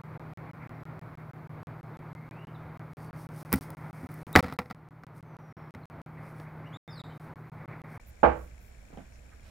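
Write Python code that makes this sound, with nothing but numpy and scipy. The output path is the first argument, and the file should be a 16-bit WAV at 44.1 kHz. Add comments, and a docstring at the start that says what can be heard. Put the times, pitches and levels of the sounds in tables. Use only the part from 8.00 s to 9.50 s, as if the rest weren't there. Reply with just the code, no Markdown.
"""A small workshop, a pair of microphones by the pool table. A ball is set down hard on the
cloth-covered slate: slate and frame knock, the heavy bed booms in two close low modes, and the room
answers. A few faint bumps follow as the player steps back along the rail. Faint high hiss swells and
fades on the right, and a soft rustle comes near the end. Under it lie a low room rumble,
microphone hiss and, mostly on the left, a faint electrical buzz."""
import sys
import numpy as np
from scipy import signal
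from scipy.fft import rfft, irfft, next_fast_len
from scipy.io import wavfile

SR = 44100
rng = np.random.default_rng(int(sys.argv[2]) if len(sys.argv) > 2 else 0)


def wav_out(sig):
    """Save sig, one row per channel (or a flat mono array), as 16-bit PCM at SR to the path in sys.argv[1]."""
    wavfile.write(sys.argv[1], SR, np.round(np.clip(np.atleast_2d(sig).T, -1, 1) * 32767).astype(np.int16))


N = 66150

# The room's rumble. Each row: frequency in Hz, relative level per Hz in dB.
RUMBLE_SPECTRUM = [(15, -12), (30, -5), (45, -8.5), (60, 0), (80, -12), (110, -12.5), (160, -20.5),
                   (220, -20), (300, -28.5), (650, -26), (1000, -36.5), (3000, -62)]
# The rumble across the pair. Each row: frequency in Hz, left-right likeness (1 is identical).
RUMBLE_LIKENESS = [(80, 1), (200, 0.39), (600, 0.17), (1500, 0.23)]
# Each microphone's own hiss. Each row: frequency in Hz, relative level per Hz in dB.
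LEFT_MIC_HISS = [(100, -4.5), (1100, -8), (1550, 6.5), (1900, 3.5), (2300, 5), (3000, -9), (4000, -8.5),
                 (5000, -13), (5500, -0.5), (6100, -10), (6700, -8), (7400, -7.5), (7900, -13.5),
                 (9300, -5.5), (10500, -22.5), (15500, -30)]
RIGHT_MIC_HISS = [(100, 5.5), (1000, -1.5), (1600, 3.5), (2200, -1.5), (4000, -5.5), (5600, -7),
                  (6500, -11.5), (9500, -8.5), (10500, -14.5), (11700, -7.5), (12700, -14), (15500, -16)]
# Electrical buzz. Each row: pulses per second, first pulse in seconds, centre in Hz, width in Hz,
# level on the left in dB, pulse sharpness.
BUZZ_BANDS = [(29.4, 0.0025, 2310, 220, -69, 6.5), (84.6, 0.0022, 7150, 510, -71, 1.4)]
# Three swells of high hiss, then three of soft rustle. Each row: middle in seconds, length in seconds,
# centre in Hz, width in octaves, level in dB, left over right in dB.
SWELL_BANDS = [(0.086, 0.043, 13300, .3, -70, -22), (0.422, 0.15, 12500, 0.88, -76.5, -24),
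               (0.652, .11, 12900, .3, -77.5, -19.5), (1.148, 0.045, 5600, .2, -75, -17),
               (1.331, 0.031, 1470, 0.39, -62, -9), (1.49, 0.11, 670, 2, -66, -12.5)]
# Light bumps on the rail. Each row: start in seconds, level in dB, brightness in dB per octave,
# left over right in dB, edge click relative to the bump in dB.
RAIL_BUMPS = [(0.904, -55, -1.5, -3.5, -20.5), (.929, -48, -0.5, -4.5, -28),
              (0.9737, -42.5, -0.5, -5.5, -13.5)]
# The rail's dull ring. Each row: frequency in Hz, relative level per Hz in dB.
RAIL_SPECTRUM = [(50, -30.5), (170, 12), (260, 10.5), (380, -3), (700, 6.5), (1100, -8.5), (1600, -7.5),
                 (2300, -17.5), (3200, -21.5), (4500, -35), (15000, -40)]
# Its decay. Each row: frequency in Hz, seconds to fall 60 dB.
RAIL_T60 = [(150, 0.3), (600, 0.16), (3000, 0.4)]
# The bed's two coupled modes. Each row: frequency in Hz, level in dB, seconds to fall 60 dB.
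BED_MODES = [(69, -30, 0.7), (61.54, -29.5, 0.83)]
# Modes of slate and frame. Each row: frequency in Hz, relative level in dB, seconds to fall 60 dB.
TABLE_MODES = [(150.3, -16, 0.59), (223.8, -2.5, 0.22), (249, -7.5, 0.16), (330.9, -3.5, 0.34),
               (431.6, -3.5, 0.29), (459, -6, .24), (496.7, -1, 0.34), (594.7, -1, .28), (664.5, -3, 0.19),
               (747, 1.5, 0.16), (832, 5, 0.21), (896, 5.5, 0.19), (1118, -2.5, 0.28), (1190, -5, 0.22),
               (1301, -10.5, 0.28), (1581.7, -10.5, 0.33), (2356, -19.5, 0.29)]
# Clatter, the dense ring of table and room. Each row: frequency in Hz, relative level per Hz in dB.
CLATTER_SPECTRUM = [(40, -19.5), (130, -17), (230, -11.5), (380, -11), (520, 2), (830, 0.5), (1000, -6),
                    (1450, -8), (2000, -18.5), (2400, -21.5), (3300, -38.5), (4200, -50), (5600, -60.5),
                    (8000, -66), (16000, -77)]
# Its decay. 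Each row: frequency in Hz, seconds to fall 60 dB.
CLATTER_DECAY = [(100, 0.83), (250, 0.36), (700, 0.27), (1500, 0.31), (3000, .29), (6000, 0.37)]
# The table's sound across the pair. Each row: frequency in Hz, left-right likeness.
TABLE_LIKENESS = [(60, 1), (130, 0.96), (290, 0.2), (1100, 0.27), (2000, 0.23), (5000, 0.49)]
# The knock sits to the right. Each row: frequency in Hz, left over right in dB.
KNOCK_PAN = [(60, 2), (150, -2), (250, -6.5), (500, -8.5), (900, -8.5), (1400, -4), (2400, -11.5),
             (4400, -20.5)]

KNOCK_S = 0.2305  # the ball lands


def amp(db):
    """Decibels to gain."""
    return 10 ** (np.asarray(db) / 20)


def unit(x):
    """Scale to rms 1."""
    return x / np.sqrt(np.mean(x ** 2) + 1e-20)


def along(points, hz):
    """Read (Hz, value) points on a log frequency axis."""
    freqs, values = np.transpose(points)
    return np.interp(np.log(hz + 1), np.log(freqs + 1), values)


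def since(start):
    """Seconds since the start, zero before."""
    return np.maximum(np.arange(N) / SR - start, 0)


def pan(db):
    """Gains of the two microphones, the left louder by db."""
    return amp(np.array([[.5], [-.5]]) * db)


def filtered(x, response):
    """Apply a gain per frequency."""
    size = next_fast_len(N + SR // 2)
    return irfft(rfft(x, size) * response(np.fft.rfftfreq(size, 1 / SR)), size)[..., :N]


def noise(gain):
    """Mono noise of rms 1 with a gain per frequency."""
    return unit(filtered(rng.standard_normal(N), gain))


def band(centre_hz, octaves):
    """Mono noise of rms 1 in a bell-shaped band."""
    return noise(lambda hz: np.exp(-.5 * (np.log2((hz + 1) / centre_hz) / octaves) ** 2))


def phase_gap(likeness, hz):
    """Angle in radians between left and right that gives this likeness."""
    return np.arccos(np.clip(along(likeness, hz), -1, 1))


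def stereo_noise(spectrum, likeness):
    """Stereo noise of rms 1 with a spectrum and a left-right likeness."""
    def mid_side_gains(hz):
        turn = phase_gap(likeness, hz) / 2
        return amp(along(spectrum, hz)) * [np.cos(turn), np.sin(turn)]
    mid, side = filtered(rng.standard_normal((2, N)), mid_side_gains)
    return unit(np.array([mid + side, mid - side]))


def dying(x, start, t60, attack_s):
    """Bring x in at the start and let each frequency die at its own speed."""
    hz, t, spectra = signal.stft(x, SR, nperseg=512)
    fade = amp(-60 * np.maximum(t - start, 0) / along(t60, hz)[:, None])
    attack = 1 - np.exp(-since(start) / attack_s)
    return signal.istft(spectra * fade, SR, nperseg=512)[1][:, :N] * attack


def swell(middle, length, centre_hz, octaves, db, pan_db):
    """A band of noise that rises and fades."""
    envelope = np.exp(-(2 * (np.arange(N) / SR - middle) / length) ** 4)
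    return amp(db) * pan(pan_db) * envelope * band(centre_hz, octaves)


def room_rumble():
    """Low room tone, its deepest part alike at both microphones."""
    return amp(-51.5) * pan(-3) * stereo_noise(RUMBLE_SPECTRUM, RUMBLE_LIKENESS)


def microphone_hiss():
    """Two unlike microphones, each with a hiss of its own."""
    left = amp(-63.5) * noise(lambda hz: amp(along(LEFT_MIC_HISS, hz)))
    right = amp(-64.5) * noise(lambda hz: amp(along(RIGHT_MIC_HISS, hz)))
    return np.array([left, right])


def electrical_buzz(right_db=-24.5):
    """Two narrow bands of pulsing noise, mostly in the left channel."""
    buzz = np.zeros(N)
    for rate, first, centre, width, db, sharpness in BUZZ_BANDS:
        pulses = np.exp(sharpness * np.cos(2 * np.pi * rate * (np.arange(N) / SR - first)))
        hiss = noise(lambda hz: np.exp(-.5 * ((hz - centre) / width) ** 2))
        buzz += amp(db) * unit(pulses * hiss)
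    return buzz * amp([[0], [right_db]])


def high_hiss_swells():
    """Faint high hiss swells and fades on the right."""
    return sum(swell(*row) for row in SWELL_BANDS[:3])


def soft_rustle():
    """A soft, lower rustle on the right near the end."""
    return sum(swell(*row) for row in SWELL_BANDS[3:])


def rail_bumps(tap_hz=453, tap_t60=0.0099, click_t60=0.011):
    """Right of centre, each contact gives a short tap with a hard edge, and the wood rings dully."""
    out = np.zeros((2, N))
    for start, db, tilt_db, pan_db, click_db in RAIL_BUMPS:
        t = since(start)
        tilt = lambda hz: amp(tilt_db * np.log2(np.clip(hz, 100, 2000) / 500))
        wood = unit(filtered(stereo_noise(RAIL_SPECTRUM, TABLE_LIKENESS), tilt))
        ring = dying(wood, start, RAIL_T60, attack_s=0.00052)
        tap = amp(8.5 - 60 * t / tap_t60) * np.sin(2 * np.pi * tap_hz * t)
        click = amp(click_db - 60 * t / click_t60) * (t > 0) * band(centre_hz=3030, octaves=0.25)
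        out += amp(db) * pan(pan_db) * (tap + click + ring)
    return out


def bed_boom():
    """The bed's two close modes start in opposition, so the boom swells, dips and returns lower."""
    t = since(KNOCK_S)
    upper, lower = [amp(db - 60 * t / t60) * np.sin(2 * np.pi * hz * t) for hz, db, t60 in BED_MODES]
    return pan(-3) * (upper - lower)


def table_ring(attack_s=0.0014):
    """Slate and frame ring; each mode reaches the two microphones at a different level and phase."""
    t = since(KNOCK_S)
    ring = np.zeros((2, N))
    for hz, db, t60 in TABLE_MODES:
        gap = phase_gap(TABLE_LIKENESS, hz) * rng.choice([-1, 1])
        phase = rng.uniform(0, 2 * np.pi) + gap * np.array([[.5], [-.5]])
        ring += pan(along(KNOCK_PAN, hz)) * amp(db - 60 * t / t60) * np.sin(2 * np.pi * hz * t + phase)
    return ring * (1 - np.exp(-t / attack_s))


def clatter():
    """Table and room ring so densely that it is heard as a dying burst of noise."""
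    wash = stereo_noise(CLATTER_SPECTRUM, TABLE_LIKENESS)
    placed = unit(filtered(wash, lambda hz: pan(along(KNOCK_PAN, hz))))
    return dying(placed, KNOCK_S, CLATTER_DECAY, attack_s=0.00075)


def ball_knock(wall_delay_s=0.0065, before_wall_db=-4):
    """The ball strikes the slate; the knock fills out as the nearest surfaces answer."""
    fill = amp(before_wall_db * np.clip(2 - 2 * since(KNOCK_S) / wall_delay_s, 0, 1))
    return fill * (amp(-21.5) * table_ring() + amp(-13.5) * clatter())


def scene():
    """The table over the faint background, in stereo."""
    table = ball_knock() + bed_boom() + rail_bumps()
    swells = high_hiss_swells() + soft_rustle()
    return table + swells + room_rumble() + microphone_hiss() + electrical_buzz()


def record(dry, top_hz=15800):
    """The recorder keeps nothing above its band limit."""
    return filtered(dry, lambda hz: hz < top_hz)


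dry = scene()
out = record(dry)
wav_out(out)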